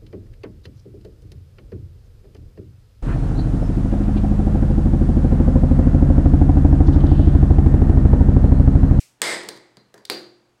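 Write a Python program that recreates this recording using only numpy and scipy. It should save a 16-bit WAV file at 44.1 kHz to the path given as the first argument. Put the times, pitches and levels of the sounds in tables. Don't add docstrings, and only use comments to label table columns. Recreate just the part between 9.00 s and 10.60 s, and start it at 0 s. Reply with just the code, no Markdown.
import sys
import numpy as np
from scipy import signal
from scipy.fft import rfft, irfft
from scipy.io import wavfile
from scipy.ndimage import uniform_filter1d

SR = 44100
rng = np.random.default_rng(int(sys.argv[2]) if len(sys.argv) > 2 else 0)


def to_wav(s):
    ch = np.atleast_2d(s).T
    pcm = np.round(np.clip(ch, -1, 1) * 32767)
    wavfile.write(sys.argv[1], SR, pcm.astype(np.int16))


N = 70560

# frequency in Hz, relative level in dB.
AIR_COLOUR = [(20, -12.5), (60, -4), (120, -3.5), (250, 0), (500, -4.5), (1000, -5.5), (2000, -11.5),
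              (4000, -16.5), (8000, -22), (16000, -34.5)]
# frequency in Hz, relative level in dB.
LEAK_COLOUR = [(30, -68), (150, -43), (1000, -28.5), (1700, -14), (2300, -3.5), (3500, -9), (5500, -4),
               (8500, -5), (11000, -11.5), (16000, -19)]
# start in seconds, level in dB.
BUMPS = [(0.2, -34.5), (0.461, -20.5), (.773, -26.5), (.958, -31.5)]
# frequency in Hz, relative level in dB.
BUMP_COLOUR = [(30, -27), (70, -19), (130, 0.5), (210, 2), (290, -7.5), (450, -5.5), (1000, -22),
               (2000, -20.5), (5000, -45.5), (16000, -54.5)]
# frequency in Hz, relative level in dB.
DIRECT_COLOUR = [(100, -2.5), (400, -8.5), (1500, -4.5), (4500, -1), (8000, 3), (13000, 1.5)]
# frequency in Hz, seconds to fall 60 dB.
ROOM_T60 = [(60, 0.55), (260, 0.44), (700, 0.42), (1900, 0.4), (4800, 0.4), (8000, 0.35), (13000, 0.31)]
# frequency in Hz, level against the main tail in dB.
LATE_TAIL = [(200, -12), (1000, -11.5), (4600, -18.5), (7000, -17), (12000, -28)]
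# frequency in Hz, relative level in dB, seconds to fall 60 dB.
ROOM_MODES = [(203.5, -51, 0.56), (312, -50, 0.84), (353.8, -46, 0.73), (419.5, -42, 0.32),
              (470, -59.5, 0.17), (486.5, -54, 0.74), (521.4, -50.5, 0.64)]
# frequency in Hz, relative level in dB.
POP_COLOUR = [(25, -40.5), (110, -19), (160, -13), (260, -10.5), (340, -6), (560, -3.5), (730, -4.5),
              (860, -3.5), (1210, -9.5), (1600, -7.5), (2100, -4), (2650, -13.5), (3500, -5.5),
              (4700, -6.5), (6050, -13.5), (8100, -11), (10700, -23.5), (11800, -21), (16000, -35.5)]
# frequency in Hz, width in Hz, boost in dB.
NECK_PEAKS = [(2034, 670, 9), (5000, 200, 8), (8050, 750, 7), (9220, 740, 9)]
# frequency in Hz, level in dB, seconds to fall 60 dB.
GLASS_MODES = [(1300, -48.5, 1.0)]
# start in seconds, click level in dB, click length in # seconds,
# added brightness in dB per octave, steel ring in dB, desk thud in dB.
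TICKS = [(0.434, -29, 0.0023, -6, -34, -18), (0.4877, -5.5, 0.0046, 3, -14.5, -14),
         (0.564, -31, .006, 6, -29.5, -35), (0.574, -27, 0.0028, 2.5, -43, -30.5),
         (0.77, -27, 0.002, -0.5, -27.5, -30), (0.9415, -28.5, 0.0012, -6, -50, -22),
         (0.978, -40, 0.022, 4, -33, -28), (1.052, -14, 0.0057, 3, -27, -35)]
# frequency in Hz, relative level in dB.
TICK_COLOUR = [(100, -24), (1000, -2.5), (2000, 3.5), (2700, -1), (4000, 9.5), (6000, -3), (9000, -9.5),
               (11000, -15), (16000, -24)]
# frequency in Hz, relative level in dB, seconds to fall 60 dB.
CLINK_MODES = [(3670, -8, 0.0053), (4110, -1, 0.025), (4440, -11.5, 0.01), (4710, 0.5, .028)]
# frequency in Hz, relative level in dB.
THUD_COLOUR = [(40, -20.5), (130, -7), (280, 1.5), (400, 5.5), (600, 0.5), (1000, -1.5), (1300, -7.5),
               (1800, -1.5), (2600, -22), (6000, -18), (16000, -34)]
# frequency in Hz, relative level in dB, seconds to fall 60 dB.
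CAP_MODES = [(6550, -3, .007), (8880, 0, .011)]
# frequency in Hz, relative level in dB.
KNOCK_COLOUR = [(30, -42), (80, -40.5), (120, -10.5), (215, -7.5), (380, 1), (520, -4), (800, -7.5),
                (1000, -13), (1650, -9), (3200, -14), (4600, -3.5), (5500, -19), (9400, -22),
                (16000, -31.5)]
# delay in seconds, level against the knock in dB.
ROCKING = [(.011, -20.5), (.021, -17)]


def amp(db):
    return 10 ** (np.asarray(db) / 20)


def clock():
    return np.arange(N) / SR


def unit_energy(x):
    return x / (np.linalg.norm(x) + 1e-12)


def along(points, hz):
    point_hz, values = np.transpose(points)
    return np.interp(np.log(hz + 1), np.log(point_hz + 1), values)


def convolve(sound, response):
    return signal.fftconvolve(sound, response)[:N]


def colour(points, peaks=()):
    hz = np.fft.rfftfreq(2 * N, 1 / SR)
    peaks_db = sum(boost / (1 + (2 * (hz - centre) / width) ** 2) for centre, width, boost in peaks)
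    cepstrum = irfft(np.log(amp(along(points, hz) + peaks_db)))
    cepstrum[1:N] *= 2
    cepstrum[N + 1:] = 0
    return unit_energy(irfft(np.exp(rfft(cepstrum)))[:N])


def ring(modes):
    t = clock()
    return sum(amp(db - 60 * t / t60) * np.sin(2 * np.pi * (hz * t + rng.random()))
               for hz, db, t60 in modes)


def add(track, start_s, db, sound):
    start = int(round(start_s * SR))
    track[start:] += amp(db) * sound[:N - start]


def room_tone(air_db=-66.5, hum_hz=121.8, hum_db=-73.5):
    air = convolve(rng.standard_normal(N), colour(AIR_COLOUR))
    hum = np.sqrt(2) * np.sin(2 * np.pi * hum_hz * clock())
    return amp(air_db) * air + amp(hum_db) * hum


def leak(start_db=-46.5, fall_db_per_s=159):
    hiss = convolve(rng.standard_normal(N), colour(LEAK_COLOUR))
    return hiss * amp(start_db - fall_db_per_s * clock())


def bumps():
    out, body = np.zeros(N), colour(BUMP_COLOUR)
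    for start_s, db in BUMPS:
        add(out, start_s, db, blow(body, length_s=.0082, room_db=1))
    return out


def blow(body, length_s, room_db):
    fade = np.clip(1 - clock() / length_s, 0, 1) ** .75
    crack = convolve(fade * rng.standard_normal(N), colour(DIRECT_COLOUR))
    direct = unit_energy(convolve(crack, body))
    return direct + amp(room_db) * convolve(room(), body)


def room(late_stretch=1.915, build_s=.001):
    hz, t, noise = signal.stft(rng.standard_normal(N), SR, nperseg=256)
    fall_db = -60 * t / along(ROOM_T60, hz)[:, None]
    late_db = along(LATE_TAIL, hz)[:, None] + fall_db / late_stretch
    tail = signal.istft(noise * np.hypot(amp(fall_db), amp(late_db)), SR)[1][:N]
    build_up = 1 - np.exp(-clock() / build_s)
    return (unit_energy(tail) + ring(ROOM_MODES) / 2) * build_up


def pop(start_s=.2177):
    out = np.zeros(N)
    crack = blow(colour(POP_COLOUR, NECK_PEAKS), length_s=.0026, room_db=-2)
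    add(out, start_s, db=22.5, sound=crack)
    add(out, start_s, db=0, sound=ring(GLASS_MODES))
    return out


def ticks():
    out, wood = np.zeros(N), colour(THUD_COLOUR)
    for start_s, click_db, length_s, tilt_db, ring_db, thud_db in TICKS:
        steel = colour([(hz, db + tilt_db * np.log2(hz / 1000)) for hz, db in TICK_COLOUR])
        add(out, start_s, click_db, blow(steel, length_s, room_db=-9))
        add(out, start_s, ring_db, clink(CLINK_MODES))
        add(out, start_s, thud_db, blow(wood, length_s=.0058, room_db=2))
    add(out, start_s=.489, db=-22, sound=clink(CAP_MODES))
    return out


def clink(modes, scatter_db=2, room_db=4.5):
    struck = [(hz, db + scatter_db * rng.standard_normal(), t60) for hz, db, t60 in modes]
    direct = unit_energy(ring(struck))
    tail = unit_energy(convolve(direct, room()))
    return unit_energy(direct + amp(room_db) * tail)


def knock(start_s=1.0993, knock_db=1.5, length_s=.003, push_hz=1750, push_db=-12):
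    phase = 2 * np.pi * push_hz * (clock() - start_s)
    out = amp(push_db) * phase * np.exp((1 - phase ** 2) / 2)
    desk = colour(KNOCK_COLOUR)
    add(out, start_s, knock_db, blow(desk, length_s, room_db=0))
    add(out, start_s, db=-1, sound=clink(CLINK_MODES))
    for delay_s, drop_db in ROCKING:
        add(out, start_s + delay_s, knock_db + drop_db, blow(desk, length_s, room_db=0))
    return out


def scene():
    return (leak() + pop() + ticks() + bumps() + knock() + room_tone())[None]


def record(dry, limit_db=-11.5, release_db_per_s=120.5, detect_s=.0026, ceiling=.33, top_hz=16050):
    power = np.abs(uniform_filter1d(dry ** 2, int(detect_s * SR), axis=-1))
    over_db = np.maximum(10 * np.log10(power + 1e-12) - limit_db, 0)
    recovery_db = release_db_per_s * clock()
    duck_db = np.maximum.accumulate(over_db + recovery_db, axis=-1) - recovery_db
    limited = dry * amp(-duck_db)
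    clipped = limited / (1 + (limited / ceiling) ** 6) ** (1 / 6)
    hz = np.fft.rfftfreq(2 * N, 1 / SR)
    return irfft(rfft(clipped, 2 * N) / (1 + (hz / top_hz) ** 120))[:, :N]


dry = scene()
out = record(dry)
to_wav(out)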